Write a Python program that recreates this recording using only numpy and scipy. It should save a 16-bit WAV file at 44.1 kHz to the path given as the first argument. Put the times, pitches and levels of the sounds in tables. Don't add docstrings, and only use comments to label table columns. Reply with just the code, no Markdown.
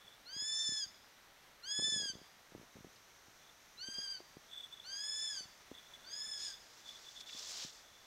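import sys
import numpy as np
from scipy import signal
from scipy.fft import rfft, irfft, next_fast_len
from scipy.io import wavfile

SR = 44100
rng = np.random.default_rng(int(sys.argv[2]) if len(sys.argv) > 2 else 0)


def dump_mix(stems):
    frames = np.atleast_2d(stems).T
    limited = np.clip(frames, -1, 1)
    pcm = np.round(limited * 32767).astype(np.int16)
    wavfile.write(sys.argv[1], SR, pcm)


N = 355438
TIME = np.arange(N) / SR


def undb(db):
    return 10 ** (np.asarray(db) / 20)


def unit(x):
    return x / np.sqrt(np.mean(x ** 2))


def curve(points, t=TIME):
    seconds, values = np.transpose(points)
    return np.interp(t, seconds, values)


def tint(x, spectrum):
    hz, db = np.transpose(spectrum)
    size = next_fast_len(len(x))
    f = np.maximum(np.fft.rfftfreq(size, 1 / SR), 1)
    gain = undb(np.interp(np.log(f), np.log(hz), db))
    return unit(irfft(rfft(x, size) * gain, size)[:len(x)])


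def band(hz, width, size=N):
    padded = next_fast_len(size)
    f = np.fft.rfftfreq(padded, 1 / SR)
    spectrum = rfft(rng.standard_normal(padded)) / (1 + ((f - hz) / width) ** 2)
    return unit(irfft(spectrum, padded)[:size])


def add(out, start, x):
    i = max(int(start * SR), 0)
    out[i:i + len(x)] += x[:max(len(out) - i, 0)]


def scatter(start, end, per_s, count=40):
    times = start + (np.arange(count) + rng.random(count)) / per_s
    return np.column_stack([times, rng.standard_normal((count, 2))])[times < end]


def background(leaf_hz=6050, leaf_width_hz=750, whine_hz=13015, whine_db=-81.5):
    # frequency in Hz, relative density in dB per Hz.
    air_colour = [(15, -42), (25, -2), (193, -8), (233, -7.5), (378, -6), (598, -4), (666, -3), (722, -3.5),
                  (1950, -3), (2700, -8), (3930, -7), (4870, -11.5), (5880, -8.5), (7100, -16),
                  (15500, -23)]
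    # time in seconds, level in dB.
    air_level = [(0, -63), (3.5, -63.5), (6, -61.5), (8.05, -63)]
    # time in seconds, level in dB.
    leaf_level = [(0, -95), (2.5, -76), (2.9, -72), (8.05, -71.5)]
    flicker_db = .35 * band(0, 12)
    air = tint(rng.standard_normal(N), air_colour) * undb(curve(air_level) + flicker_db)
    leaves = band(leaf_hz, leaf_width_hz) * undb(curve(leaf_level) + flicker_db)
    wavering_hz = whine_hz + 5 * band(0, 10)
    whine = np.sqrt(2) * np.sin(2 * np.pi * np.cumsum(wavering_hz) / SR)
    return air + leaves + undb(whine_db) * whine


def rustle(grain_db=0.5, crackle_db=1.2, catch_db=1.0, growth=0.53):
    # start in seconds, stop in seconds, level at the stop in dB, release in seconds.
    slides = [(6.55, 7.207, -59.5, 0.029), (7.258, 7.639, -46, 0.044), (7.636, 8.043, -70, 0.046)]
    # frequency in Hz, relative density in dB per Hz.
    sleeve_colour = [(150, -39), (400, -11.5), (800, -12), (2400, -12.5), (3700, -2), (5600, 0),
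                     (7000, -4.5), (8100, -11.5), (8800, -21.5), (15000, -28)]
    # middle in seconds, half length in seconds, level in dB, centre in Hz.
    cloth_brushes = [(2.963, 0.0066, -61, 4740), (3.943, 0.0034, -57, 6500), (6.419, 0.032, -52, 5190),
                     (6.466, 0.062, -52.5, 4970), (6.896, .03, -59, 4900), (7.209, 0.0079, -51.5, 4850),
                     (7.296, 0.0062, -50, 3170), (7.394, 0.007, -49, 5140), (7.503, .035, -53, 6070),
                     (7.621, 0.046, -52.5, 3880), (7.754, 0.064, -60.5, 5330)]
    grain = unit(undb(grain_db * band(0, 1200) + crackle_db * band(0, 180)))

    speed = np.zeros(N)
    for start, stop, db, release in slides:
        gathering = np.clip((TIME - start) / (stop - start), 0, 1) ** growth
        dying = np.exp(-np.maximum(TIME - stop, 0) / release)
        speed += undb(db) * gathering * dying
    out = speed * tint(rng.standard_normal(N), sleeve_colour) * undb(catch_db * band(0, 35))

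    t = np.arange(int(.3 * SR)) / SR
    middle = t.mean()
    for s, half_length, db, hz in cloth_brushes:
        stroke = np.exp(-((t - middle) / half_length) ** 2)
        add(out, s - middle, undb(db) * stroke * band(hz, 0.32 * hz, len(t)))
    return out * grain


def chatter(half_length_s=0.0043, slips_per_s=41, light_db=4, scatter_db=3, detune_hz=35,
            rub_db=-2, patchy_db=3, rub_fade_s=0.024):
    # middle in seconds, level in dB.
    distinct_slips = [(.082, -52), (4.546, -55), (4.566, -47), (4.579, -42.5), (4.589, -47), (4.645, -44.5),
                      (4.73, -46), (4.74, -48), (4.802, -50.5), (5.778, -55), (5.872, -58), (5.94, -51),
                      (5.951, -52), (6.893, -45.5), (7.089, -53.5), (7.207, -52), (7.333, -50),
                      (7.471, -49)]
    # frequency in Hz, width in Hz, relative level in dB.
    case_modes = [(3470, 115, 2.5), (8000, 340, -19.5), (13300, 300, -25)]
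    # start in seconds, end in seconds, base level in dB.
    rubbing_spells = [(0.019, .16, -70), (3.42, 3.5, -70.5), (4.513, 4.662, -58), (4.728, 4.842, -61.5),
                      (5.738, 5.79, -63), (5.819, 6.079, -69.5), (6.108, 6.564, -61.5),
                      (6.867, 6.96, -59.5), (7.057, 7.095, -61.5), (7.179, 7.227, -60),
                      (7.28, 7.385, -60.5), (7.45, 8.056, -72.5)]
    light_slips = []
    for start, end, db in rubbing_spells:
        for s, strength, _ in scatter(start, end, slips_per_s):
            light_slips.append((s, db + light_db + scatter_db * strength))

    slips, t = np.zeros(N), np.arange(int(0.035 * SR)) / SR
    middle = t.mean()
    swell = np.exp(-((t - middle) / half_length_s) ** 2)
    for s, db in [*distinct_slips, *light_slips]:
        turn, detune = rng.standard_normal(2)
        ring = sum(undb(mode_db) * np.sin(2 * np.pi * ((hz + detune_hz * detune) * t + turn))
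                   for hz, _, mode_db in case_modes)
        add(slips, s - middle, undb(db) * swell * ring)

    pressure = np.zeros(N)
    for start, end, db in rubbing_spells:
        time_outside = abs(TIME - np.clip(TIME, start, end))
        pressure = np.maximum(pressure, undb(db) * np.exp(-time_outside / rub_fade_s))
    rubbed = sum(undb(db) * band(hz, width) for hz, width, db in case_modes)
    return slips + rubbed * pressure * undb(rub_db + patchy_db * band(0, 29))


def knocks(rise_cycles=0.26, thud_db=-11, thud_ratio=0.604, thud_decay_s=0.0089, flurry_per_s=44, flurry_hz=292,
           scatter_db=1.0, pitch_scatter=0.49, grip_db=-81, grip_swing_db=4.0):
    # start in seconds, level in dB, pitch in Hz.
    distinct_knocks = [(0.364, -46.5, 233), (.4222, -50, 243), (.69, -42.5, 218), (0.7212, -45.5, 257),
                       (.862, -56, 129), (1.7897, -36.5, 268), (1.796, -36.5, 477), (1.8228, -41, 368),
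                       (1.8805, -44, 388), (1.962, -42.5, 400), (2.0315, -43.5, 420), (2.1533, -45, 305),
                       (2.5498, -38, 363), (2.768, -45, 395), (2.8457, -41.5, 332), (3.2827, -55, 230),
                       (3.8855, -42.5, 276), (3.9831, -45.5, 258), (4.2036, -43, 516), (4.3688, -42, 308),
                       (5.4072, -49, 410), (5.4536, -53.5, 148), (5.715, -38, 355), (7.348, -49, 280),
                       (7.6478, -43.5, 226)]
    # start in seconds, end in seconds, typical level in dB.
    grip_flurries = [(1.836, 2.06, -45), (2.094, 2.235, -49), (2.517, 2.65, -48), (2.736, 2.87, -49.5),
                     (3.985, 4.015, -46.5)]
    light_knocks = []
    for start, end, db in grip_flurries:
        for s, strength, pitch in scatter(start, end, flurry_per_s):
            hz = flurry_hz * np.exp(pitch_scatter * np.tanh(pitch))
            light_knocks.append((s, db + scatter_db * strength, hz))

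    out, t = np.zeros(N), np.arange(int(0.064 * SR)) / SR
    for s, db, hz in [*distinct_knocks, *light_knocks]:
        age = t * hz / rise_cycles
        swing = age * np.exp(1 - age) * np.cos(2 * np.pi * hz * t)
        firmness = rng.standard_normal()
        thud_hz = thud_ratio * hz * np.exp(0.17 * firmness)
        thud = np.exp(-t / thud_decay_s) * np.sin(2 * np.pi * thud_hz * t)
        add(out, s, undb(db) * (swing - undb(thud_db) * thud))
    body = signal.sosfilt(signal.butter(1, 40, "high", fs=SR, output="sos"), out)
    grip = undb(grip_db) * unit(band(150, 210) * undb(grip_swing_db * band(0, 16)))
    return body + grip


def brighten(x, hz):
    return signal.sosfilt(signal.butter(1, hz, "high", fs=SR, output="sos"), x)


def echoes(x, t60, delay, top_hz):
    t = np.arange(int(t60 * SR)) / SR
    response = rng.standard_normal(len(t)) * undb(-60 * t / t60) * (1 - np.exp(-t / delay))
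    response /= np.linalg.norm(response)
    response = signal.sosfilt(signal.butter(2, top_hz, fs=SR, output="sos"), response)
    return signal.fftconvolve(x, response)[:N]


def reflections(x, spread, count=24, first=.005, fade=0.36, doppler=.016):
    t = np.arange(len(x) + int(.15 * SR)) / SR
    fine = signal.resample_poly(x, 4, 1)
    fine_t = np.linspace(0, len(x) / SR, len(fine), endpoint=False)
    out = np.zeros(len(t))
    for k, (place, bearing) in enumerate(rng.random((count, 2))):
        delay = first + spread * (k + place) / count
        moving_delay = delay + doppler * (2 * bearing - 1) * (t - t.mean())
        out += np.exp(-delay / fade) * np.interp(t - moving_delay, fine_t, fine, 0, 0)
    out = brighten(out, hz=6040)
    return out * np.linalg.norm(x) / np.linalg.norm(out)


def mew(t, hz, voice, jitter=0.0032, waver=0.0019, undertone_width_hz=210, onset_db=-24, ending_db=-14,
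        soft_share=0.24, soft_share_per_harmonic=0.37, strain_range=0.015, strain_lasts=0.7, ragged_db=3,
        upper_undertone_db=3.5, opening_s=0.019, closing_s=.01):
    # frequency in Hz, gain in dB.
    throat_gain = [(1300, -8.5), (1600, -13), (1750, -10), (2600, -10.5), (3150, -10), (3350, -5.5),
                   (3520, 1), (3900, 13), (4700, -1), (5300, 0), (5700, -9), (6350, -8), (7000, -4.5),
                   (7700, -22), (8200, -19.5), (8750, -10), (9400, -26), (10500, -22.5), (12300, -48.5)]
    (level_db, attack, release, first_db, second_db, fourth_db, overtone_db,
     undertone_db, breath_db, flutter_db) = voice
    size = len(t)
    since_start, until_end = t - t[0], t[-1] - t
    pitch = hz * (1 + jitter * band(0, 170, size) + waver * band(0, 27.6, size))
    phase = 2 * np.pi * np.cumsum(pitch) / SR

    effort_db = onset_db * np.exp(-since_start / attack) + ending_db * np.clip(1 - until_end / release, 0, 1)
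    throat_hz, throat_db = np.transpose(throat_gain)
    harmonics_db = [first_db, second_db, 0, fourth_db, overtone_db, overtone_db, overtone_db]
    tone = np.zeros(size)
    for k, source_db in enumerate(harmonics_db, 1):
        passed_db = np.interp(np.log(k * hz), np.log(throat_hz), throat_db)
        db = source_db + passed_db + effort_db * (soft_share + soft_share_per_harmonic * k)
        tone += undb(db + flutter_db * band(0, 34, size)) * np.sin(k * phase)

    tension = hz + strain_lasts * (np.maximum.accumulate(hz) - hz)
    strain = np.exp((tension / hz.max() - 1) / strain_range) * undb(undertone_db + effort_db)
    between = np.zeros(size)
    for k, db in [(2, -upper_undertone_db), (3, upper_undertone_db)]:
        raggedness = (0.77 + band(0, undertone_width_hz, size)) * undb(db + ragged_db * band(0, 22, size))
        between += np.sin((k + .5) * phase) * raggedness

    rasp = undb(breath_db) * band(0, 660, size)
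    edges = np.clip(np.minimum(since_start / opening_s, until_end / closing_s), 0, 1)
    return np.sqrt(2) * undb(level_db) * edges * (tone * (1 + rasp) + strain * between)


def bird(hillside_lag_s=.08, carry_range=0.34):
    # time in seconds, pitch in Hz.
    pitch_arches = [
        [(.25, 1320), (.305, 1535), (.35, 1628), (.46, 1740), (.615, 1777), (.68, 1746), (.78, 1728),
         (.835, 1626), (.865, 1510)],
        [(1.622, 1305), (1.668, 1580), (1.7, 1653), (1.75, 1705), (1.8, 1713), (1.85, 1747), (1.935, 1737),
         (2.07, 1621), (2.13, 1510)],
        [(3.77, 1285), (3.8, 1420), (3.845, 1561), (4.03, 1623), (4.08, 1568), (4.115, 1596), (4.195, 1470)],
        [(4.83, 1290), (4.865, 1480), (4.91, 1585), (5.05, 1705), (5.19, 1741), (5.24, 1750), (5.315, 1703),
         (5.35, 1621), (5.415, 1478)],
        [(6.035, 1372), (6.075, 1543), (6.135, 1660), (6.19, 1716), (6.29, 1751), (6.39, 1662), (6.44, 1744),
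         (6.54, 1524)],
    ]
    call_voices = [(-42.5, 0.049, 0.024, -5, -2, 1, -3.5, -14.5, -33, 2),
                   (-43, 0.026, 0.024, 1, 3.5, 3, 1, -19.5, -28, 2.2),
                   (-45.5, 0.027, 0.052, -3.5, -0.5, -3, -4, -36, -25, 3),
                   (-46, 0.025, 0.012, 0, 0, 1, -1, -22, -25, 2),
                   (-48, 0.024, 0.037, -1.5, -6.5, -0.5, -3.5, -26, -28, 3)]
    # tree tops in dB re the direct call, spread of their delays
    # in seconds, hillside in dB.
    wood_answers = [(-13.5, 0.053, -19.5), (-15.5, 0.058, -19.5), (-11, 0.047, -21), (-2, .05, -16),
                    (-1.5, .062, -11.5)]
    near, far = np.zeros(N), np.zeros(N)
    for arch, voice, (trees_db, spread, hillside_db) in zip(pitch_arches, call_voices, wood_answers):
        t = np.arange(int(arch[0][0] * SR), int(arch[-1][0] * SR)) / SR
        hz = curve(arch, t)
        call = mew(t, hz, voice)
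        carried = call * np.exp((hz / hz.max() - 1) / carry_range)
        direct = 1 / np.hypot(1, undb(trees_db))
        add(near, t[0], direct * call)
        add(near, t[0], direct * undb(trees_db) * reflections(carried, spread))
        add(far, t[0] + hillside_lag_s, undb(hillside_db) * carried)
    return near + echoes(brighten(far, hz=3180), t60=0.71, delay=0.014, top_hz=6100)


def scene():
    mono = background() + rustle() + chatter() + knocks() + bird()
    return np.array([mono, mono])


def record(dry, top_hz=15750):
    return signal.sosfilt(signal.ellip(10, .2, 70, top_hz, fs=SR, output="sos"), dry)


dry = scene()
out = record(dry)
dump_mix(out)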